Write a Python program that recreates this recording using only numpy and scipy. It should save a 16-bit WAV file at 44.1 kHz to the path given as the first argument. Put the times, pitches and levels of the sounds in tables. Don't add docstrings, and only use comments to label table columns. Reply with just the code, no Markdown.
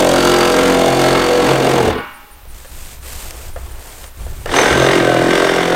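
import sys
import numpy as np
from scipy import signal
from scipy.fft import rfft, irfft, next_fast_len
from scipy.io import wavfile
from scipy.ndimage import map_coordinates

SR = 44100
rng = np.random.default_rng(int(sys.argv[2]) if len(sys.argv) > 2 else 0)


def master_out(mix):
    frames = np.transpose(np.atleast_2d(mix))
    ceiling = np.clip(frames, -1, 1)
    pcm = np.round(ceiling * 32767).astype(np.int16)
    wavfile.write(sys.argv[1], SR, pcm)


N = 253575
TIME = np.arange(N) / SR
RELEASE_S, STOP_S, RESTART_S = 1.888, 1.987, 4.48
SEATED, UNSEATED = 0.11, 0.79
USUAL_FORCE_DB = -23
BOOM_ORDER = 3


def amp(db):
    return 10 ** (np.asarray(db) / 20)

def unit(x):
    return x / np.sqrt(np.mean(x ** 2) + 1e-20)

def noise():
    return rng.standard_normal(N)

def wobble(rate_hz):
    knots = rng.standard_normal(int(N * rate_hz / SR) + 4)
    coarse = map_coordinates(knots, [TIME[::64] * rate_hz])
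    return np.interp(TIME, TIME[::64], coarse)

def curve(rows):
    return np.interp(TIME, *np.transpose(rows))

def after(t_s):
    return np.maximum(TIME - t_s, 0)

def during(start_s, end_s, fade_s):
    return np.clip(1 + np.minimum(TIME - start_s, end_s - TIME) / fade_s, 0, 1)

def swells(rows, fade_s):
    return np.max([amp(db) * during(start, end, fade_s) for start, end, db in rows], axis=0)

def filtered(x, response):
    size = next_fast_len(len(x) + 8192)
    return irfft(rfft(x, size) * response(np.fft.rfftfreq(size, 1 / SR)), size)[:len(x)]

def coloured(x, spectrum):
    hz, db = np.transpose(spectrum)
    return unit(filtered(x, lambda f: amp(np.interp(np.log(f + 1), np.log(hz), db))))

def resonances(modes, f):
    return sum(amp(db) * 1j * f * width / (hz * hz - f * f + 1j * f * width) for hz, width, db in modes)

def band(x, hz, width_hz):
    return unit(filtered(x, lambda f: resonances([(hz, width_hz, 0)], f) ** 2))

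def strokes(speed, pull_s):
    turn = np.cumsum(curve(speed)) / SR
    return turn - np.interp(pull_s, TIME, turn)

def per_stroke(turn):
    stroke = (np.round(turn) - np.round(turn[0])).astype(int)
    return rng.standard_normal(stroke[-1] + 1)[stroke]

def burst(turn, at, width, skew=1.73):
    since = (turn - at + .5) % 1 - .5
    spread = width * np.where(since > 0, skew, 1 / skew)
    return np.exp(-.5 * (since / spread) ** 2)

def scrape(turn, memory_strokes, points=1000):
    stroke = (np.floor(turn) - np.floor(turn[0])).astype(int)
    roughness = rng.standard_normal((stroke[-1] + points // 10, points))
    tracks = signal.lfilter([1], [1, -np.exp(-1 / memory_strokes)], roughness, axis=0)
    return unit(tracks[-1 - stroke, (turn % 1 * points).astype(int)])


# f/Hz, level/dB
FIELD_SPECTRUM = [(30, 28), (100, 6), (300, 8), (1000, 9), (4000, 0.5), (7000, -4), (11000, -1), (14000, 4),
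                  (16000, 0)]

def meadow(air_db=-42, chirp_db=-48, chirp_hz=9300, period_s=.174, half_chirp_s=.021):
    beat = (TIME - 1.985 + .003 * wobble(3.2)) / period_s
    offset_s = (beat - np.round(beat)) * period_s
    chirps = np.exp(-(offset_s / half_chirp_s) ** 4) * band(noise(), chirp_hz, width_hz=660)
    return amp(air_db) * coloured(noise(), FIELD_SPECTRUM) + amp(chirp_db) * chirps


# f/Hz, level/dB
FLAP_SPECTRUM = [(30, -33), (60, -12), (100, -20), (135, -6), (190, -5.5), (300, 0), (480, 3.5), (650, -5),
                 (850, -3), (1400, -44.5)]

def wall(turn, harmonics, loose, force_db, side_db, lid_db, lag, scatter_rad, split_hz=425):
    push_db = .3 * (force_db - USUAL_FORCE_DB)
    sway_db = 1.82 * wobble(9)
    hum = 0
    for order, db in harmonics:
        tremble = .042 * order * wobble(45)
        phase = 2 * np.pi * order * (turn - lag) + scatter_rad * rng.standard_normal() + tremble
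        gain = amp(db + .8 * np.sqrt(order) * wobble(5))
        hum += gain * np.cos(phase) * (order != BOOM_ORDER)
    flap = coloured(noise() * (.5 + burst(turn, lag, 0.43)), FLAP_SPECTRUM)
    motion = np.sqrt(1 - loose) * unit(hum) + np.sqrt(loose) * flap
    side = filtered(motion, lambda f: 1 / (1 + (f / split_hz) ** 12))
    jerk = 1 + .5 * burst(turn, lag, 0.66) * amp(4.7 * per_stroke(turn))
    lid = (motion - side) * jerk
    return amp(push_db) * (amp(side_db + sway_db) * unit(side) + amp(lid_db - sway_db) * unit(lid))


# f/Hz, width/Hz, level/dB
STEEL_MODES = [(1330, 47, -9), (1616, 80, -5), (2290, 280, -4.5), (2860, 200, -4.5), (3644, 180, -7.5),
               (4460, 260, -10), (6380, 180, -18), (8200, 170, -18)]

def steel(x):
    return filtered(x, lambda f: 1 + resonances(STEEL_MODES, f))

def rasp(turn, loose, spectrum, at, width, slide):
    teeth = np.sqrt(1 - loose) * scrape(turn, memory_strokes=2.12) + np.sqrt(loose) * noise()
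    pull = slide + burst(turn, at, width) * amp(2.2 * per_stroke(turn))
    return coloured(steel(teeth * pull), spectrum)

def clack(turn, bounce, spectrum, half_gap, width, slide, cutoff_hz=9000):
    jittered = turn + .008 * per_stroke(turn)
    hits = burst(jittered, -half_gap, width) + burst(jittered, half_gap, width)
    hits *= amp(0.75 * per_stroke(turn))
    grit = (scrape(turn, memory_strokes=2) + noise()) * amp(2.1 * wobble(500))
    hiss = filtered(grit * (1 + .5 * burst(turn, 0, 0.35)), lambda f: 1 / np.hypot(1, f / cutoff_hz))
    contact = (slide * hiss + bounce * grit * hits) / np.hypot(1, 0.79 * bounce)
    return coloured(steel(contact), spectrum)

def gear(turn, level_db, teeth_per_stroke=36):
    gain = amp(level_db + 3 * wobble(6.22))
    return gain * np.cos(2 * np.pi * teeth_per_stroke * turn + 0.5 * wobble(60))


# start/s, end/s, level/dB, f/Hz
LID_BARKS = [(0.026, 0.146, -15, 605), (0.755, 1.09, -21, 640), (4.84, 4.87, -22, 577),
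             (5.058, 5.217, -16.5, 500), (5.4, 5.715, -20, 520)]

def bark(turn, lag, width):
    pulls = scrape(turn, memory_strokes=12.6) * burst(turn, lag, width)
    return sum(amp(db) * during(start, end, fade_s=0.09) * band(pulls, hz, width_hz=168)
               for start, end, db, hz in LID_BARKS)


# start/s, end/s, level/dB
DRUM_BOOMS = [(.04, .4, -30), (.92, 1.13, -23.5), (1.5, 1.84, -23.5), (4.79, 4.89, -21.5),
              (4.95, 5.22, -26)]

def boom(turn, loose, floor_db=-39):
    gain = np.maximum(swells(DRUM_BOOMS, fade_s=0.11), amp(floor_db))
    return gain * np.sqrt(2) * np.cos(2 * np.pi * BOOM_ORDER * turn + 0.24 * loose * wobble(29))


# start/s, end/s, level/dB
SHOE_RATTLES = [(.16, .55, -26.5), (.3, .4, -22.5), (1.05, 1.15, -31)]

def shoe_ring(turn):
    pulls = scrape(turn, memory_strokes=7.3) * (0.16 + burst(turn, 0, 0.13))
    return swells(SHOE_RATTLES, fade_s=0.22) * band(pulls, hz=1345, width_hz=140)


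# start/s, end/s, level/dB, f/Hz
BLADE_ZINGS = [(0.215, .5, -27, 4620), (0.99, 1.48, -31.5, 4470), (4.574, 4.612, -21, 6180),
               (4.65, 4.85, -32, 6240), (5.32, 5.55, -35, 5500)]

def zing(turn, width_hz=230):
    tone = sum(amp(db) * during(start, end, fade_s=0.62 * (end - start)) * np.exp(2j * np.pi * hz * TIME)
               for start, end, db, hz in BLADE_ZINGS)
    ring = wobble(2 * width_hz) * tone.real + wobble(2 * width_hz) * tone.imag
    return ring * (.5 + burst(turn, 0, 0.1))


# t/s, f/Hz
RUN1_SPEED = [(0, 44.2), (.45, 44.29), (.6, 44.64), (.75, 44.28), (1.45, 44.47), (1.75, 44.73),
              (1.86, 39.46)]
# t/s, level/dB
RUN1_FORCE = [(0.0, -21), (0.056, -22.5), (0.256, -20.5), (0.988, -23), (0.994, -20), (1.398, -23.5),
              (1.512, -19.5), (1.576, -25.5), (1.648, -21.5), (1.88, -24.5)]
# t/s, strength/1
RUN1_BOUNCE = [(0, 0.86), (1.4, 0.23), (1.88, 0.62)]
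# f/stroke rate, level/dB
RUN1_WALL = [(1, -12), (2, -15), (3, -9), (4, -7.5), (5, -10), (6, -2.5), (7, -5), (8, -1), (9, -6),
             (10, -11), (11, 2), (12, -8.5), (13, -11), (14, -1), (15, -17), (16, -7.5), (17, -11.5),
             (18, -7.5)]
# f/Hz, level/dB
RUN1_RASP = [(400, -48), (750, -0.5), (1000, 1.5), (1150, -1.5), (1350, -2.5), (1650, -5), (1950, -7),
             (2400, -9), (3400, -11.5), (5000, -18), (8000, -58)]
# f/Hz, level/dB
RUN1_CLACK = [(1500, -79), (3300, -1), (4500, -6.5), (5400, -5), (6500, -2.5), (7500, -5), (9000, -4),
              (10000, -12), (13000, -10.5), (16000, -23)]

def first_run(loosen_at_s=1.4, loosen_tau_s=0.12):
    turn = strokes(RUN1_SPEED, pull_s=.138)
    force_db = curve(RUN1_FORCE)
    loose = UNSEATED + (SEATED - UNSEATED) * np.exp(-after(loosen_at_s) / loosen_tau_s)
    coast_db = -100 * after(RELEASE_S)
    rasp_db = force_db + 2.5 + coast_db
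    clack_db = force_db - 2.5 - 2.26 * TIME - 260 * after(RELEASE_S)
    plastic = wall(turn, RUN1_WALL, loose, force_db, side_db=-17 + coast_db, lid_db=-18 + coast_db,
                   lag=0.0992, scatter_rad=1.31)
    plastic += boom(turn, loose) + bark(turn, lag=0.13, width=0.17)
    metal = shoe_ring(turn) + gear(turn, level_db=-43) + zing(turn)
    metal += amp(rasp_db) * rasp(turn, loose, RUN1_RASP, at=-0.013, width=0.25, slide=0.58)
    bounce = curve(RUN1_BOUNCE)
    metal += amp(clack_db) * clack(turn, bounce, RUN1_CLACK, half_gap=0.054, width=0.048, slide=0.57)
    return metal * during(0, STOP_S, fade_s=0.14) + plastic * during(0, STOP_S, fade_s=0.27) ** 4


# f/Hz, level/dB
TAIL_SPECTRUM = [(300, -15.5), (600, -45), (820, -7.5), (1100, -1), (2600, -1.5), (3400, -6.5),
                 (4500, -11.5), (9000, -23)]

def drum_tail(x, level_db=-15, t60_s=1.0):
    tail = coloured(rng.standard_normal(SR), TAIL_SPECTRUM) * amp(-60 * TIME[:SR] / t60_s)
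    return signal.fftconvolve(x, amp(level_db) * tail / np.linalg.norm(tail))[:N]


# f/Hz, level/dB, t60/s
AIR_MODES = [(603, -11, 0.68), (824, -7, 1.1), (937, -6, 0.62), (1034, -5, 0.69), (1136, -3, 0.46),
             (1281, -9, 0.86), (1330, -13, 0.85), (1464, 0, 0.47), (1572, -8, 0.61), (1814, -16, 0.7),
             (1863, -11, 0.6), (1965, -16, 0.8), (2229, -6, 0.68), (2396, -13, 0.69), (2756, -19, 1.4),
             (2842, -12, 0.78)]

def air_ring(start_s=1.83, build_s=0.19, level_db=-29.5):
    age_s = after(start_s + build_s)
    ring = 0
    for hz, db, t60_s in AIR_MODES:
        phase = 2 * np.pi * hz * TIME + rng.uniform(0, 2 * np.pi) + 0.33 * wobble(34.8)
        ring += amp(db - 60 * age_s / t60_s) * np.sin(phase)
    return amp(level_db) * np.minimum(after(start_s) / build_s, 1) * ring


# t/s, level/dB, sigma/s
GRABS = [(1.903, -22, 0.047), (4.74, -26, 0.057)]

def judder():
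    gain = sum(amp(db) * np.exp(-.5 * ((TIME - t_s) / sigma_s) ** 2) for t_s, db, sigma_s in GRABS)
    return gain * band(noise(), hz=71.5, width_hz=26)


# start/s, end/s, level/dB
WIND_GUSTS = [(2.49, 2.54, -30.5), (2.72, 3.3, -31), (3.37, 3.77, -28.5), (3.96, 4.1, -34.5),
              (4.21, 4.5, -23)]
# f/Hz, level/dB
WIND_SPECTRUM = [(12, -10), (20, 11.5), (38, -9), (59, 5.5), (84, -5.5), (189, -23.5), (300, -28),
                 (390, -23), (660, -120)]

def wind(breeze_db=-38.5):
    breeze = amp(breeze_db) * during(WIND_GUSTS[0][0], RESTART_S, fade_s=.3)
    return np.maximum(swells(WIND_GUSTS, fade_s=0.07), breeze) * coloured(noise(), WIND_SPECTRUM)


# t/s, thud level/dB, tick level/dB
RIM_BUMPS = [(2.453, -43, -46), (2.546, -42, -37), (2.648, -33.5, -38), (3.308, -35, -22.5),
             (3.561, -22, -40), (4.041, -34, -30.5), (4.266, -32, -39), (4.459, -14.5, -23.5)]
# f/Hz, width/Hz, level/dB
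RIM_MODES = [(528, 84, 3.5), (673, 110, 1.5), (1010, 140, -9), (1323, 460, -5.5), (1770, 300, -6.5),
             (2900, 560, -16)]

def bumps(tick_spectrum, thud_t60_s=0.071, tick_t60_s=0.019):
    knocks, age_s = np.zeros(N), TIME[:SR // 4]
    thud = unit(sum(amp(db) * band(noise(), hz, width_hz) for hz, width_hz, db in RIM_MODES))
    tick = coloured(noise(), tick_spectrum)
    for t_s, thud_db, tick_db in RIM_BUMPS:
        span = round(t_s * SR) + np.arange(len(age_s))
        knocks[span] += thud[span] * amp(thud_db - 60 * age_s / thud_t60_s)
        knocks[span] += tick[span] * amp(tick_db - 60 * age_s / tick_t60_s)
    return knocks


# start/s, end/s, swish level/dB, rub level/dB
CLOTH_MOVES = [(2.55, 2.702, -43.5, -52), (2.752, 2.932, -38, -47.5), (3.078, 3.267, -33, -40),
               (3.34, 3.475, -38, -41.5), (3.586, 3.79, -44, -43), (3.822, 4.05, -39.5, -43),
               (4.202, 4.45, -42.5, -43.5)]
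# f/Hz, level/dB
RUB_SPECTRUM = [(100, -4), (230, -6), (400, 2), (650, 2.5), (1400, -5), (2500, -10.5), (4000, -23),
                (8000, -42)]
# f/Hz, level/dB
SWISH_SPECTRUM = [(200, -3), (700, -6), (1470, -1.5), (2500, -.5), (5620, -3), (8330, 1.5), (9420, -0.5),
                  (10200, -7.5), (12700, -3), (15100, -6), (15800, -23)]

def clothes(fade_s=0.084):
    start, end, swish_db, rub_db = np.transpose(CLOTH_MOVES)
    rub = coloured(noise() * amp(2.2 * wobble(120)), RUB_SPECTRUM)
    swish = coloured(noise() * amp(1.7 * wobble(300)), SWISH_SPECTRUM)
    return swells(zip(start, end, rub_db), fade_s) * rub + swells(zip(start, end, swish_db), fade_s) * swish


# t/s, f/Hz
RUN2_SPEED = [(4.48, 42.06), (4.69, 42.67), (4.9, 44.61), (5.17, 41.7), (5.41, 43.78), (5.75, 42.8)]
# t/s, level/dB
RUN2_FORCE = [(4.55, -16.5), (4.748, -21.5), (4.954, -20), (5.032, -25), (5.266, -24.5), (5.338, -21),
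              (5.72, -24.5)]
# f/stroke rate, level/dB
RUN2_WALL = [(1, -15.5), (2, -24), (3, -4), (4, -3.5), (5, -12), (6, -7), (7, -2), (8, 1.5), (9, 2.5),
             (10, -12), (11, 1.5), (12, 2.5), (13, -1), (14, 1), (15, -2), (16, -4), (17, -1), (18, -22)]
# f/Hz, level/dB
RUN2_RASP = [(400, -14), (750, 2.5), (1000, 0.5), (1550, -1), (2000, -1.5), (2500, -12.5), (3500, -8),
             (5000, -20.5), (8000, -53)]
# f/Hz, level/dB
RUN2_CLACK = [(1500, -5), (3300, -0.5), (4200, -6.5), (5000, -3), (6200, -3), (7000, -6), (8600, -3),
              (10200, -11.5), (13000, -13.5), (16000, -27)]

def second_run(full_at_s=4.565, rise_db_per_s=206, bite_at_s=4.65, settle_tau_s=0.13):
    turn = strokes(RUN2_SPEED, pull_s=5.334)
    force_db = curve(RUN2_FORCE)
    loose = SEATED + (UNSEATED - SEATED) * np.exp(-after(bite_at_s) / settle_tau_s)
    bounce = (1 - loose) * amp(-0.71 * (force_db - USUAL_FORCE_DB))
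    saw = wall(turn, RUN2_WALL, loose, force_db, side_db=-16.5 - 5 * loose, lid_db=-19,
               lag=0.1667, scatter_rad=0.86)
    saw += boom(turn, loose) + bark(turn, lag=0.065, width=.07)
    saw += gear(turn, level_db=-28.5) + zing(turn)
    saw += amp(force_db + 3.5) * rasp(turn, loose, RUN2_RASP, at=-0.13, width=0.088, slide=0.49)
    saw += amp(force_db - 3) * clack(turn, bounce, RUN2_CLACK, half_gap=0.036, width=0.015, slide=0.89)
    spin_up = amp(-rise_db_per_s * np.maximum(full_at_s - TIME, 0))
    return saw * spin_up * during(RESTART_S, TIME[-1], fade_s=0.016)


def scene():
    work = first_run() + second_run() + judder() + bumps(tick_spectrum=RUN2_CLACK)
    drum = drum_tail(work) + air_ring()
    return (work + drum + wind() + clothes() + meadow())[None]

def record(dry):
    top_hz = 15940
    clipped = dry[0] / (1 + np.abs(dry[0]) ** 6) ** (1 / 6)
    return filtered(clipped, lambda f: f < top_hz)[None]


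dry = scene()
out = record(dry)
master_out(out)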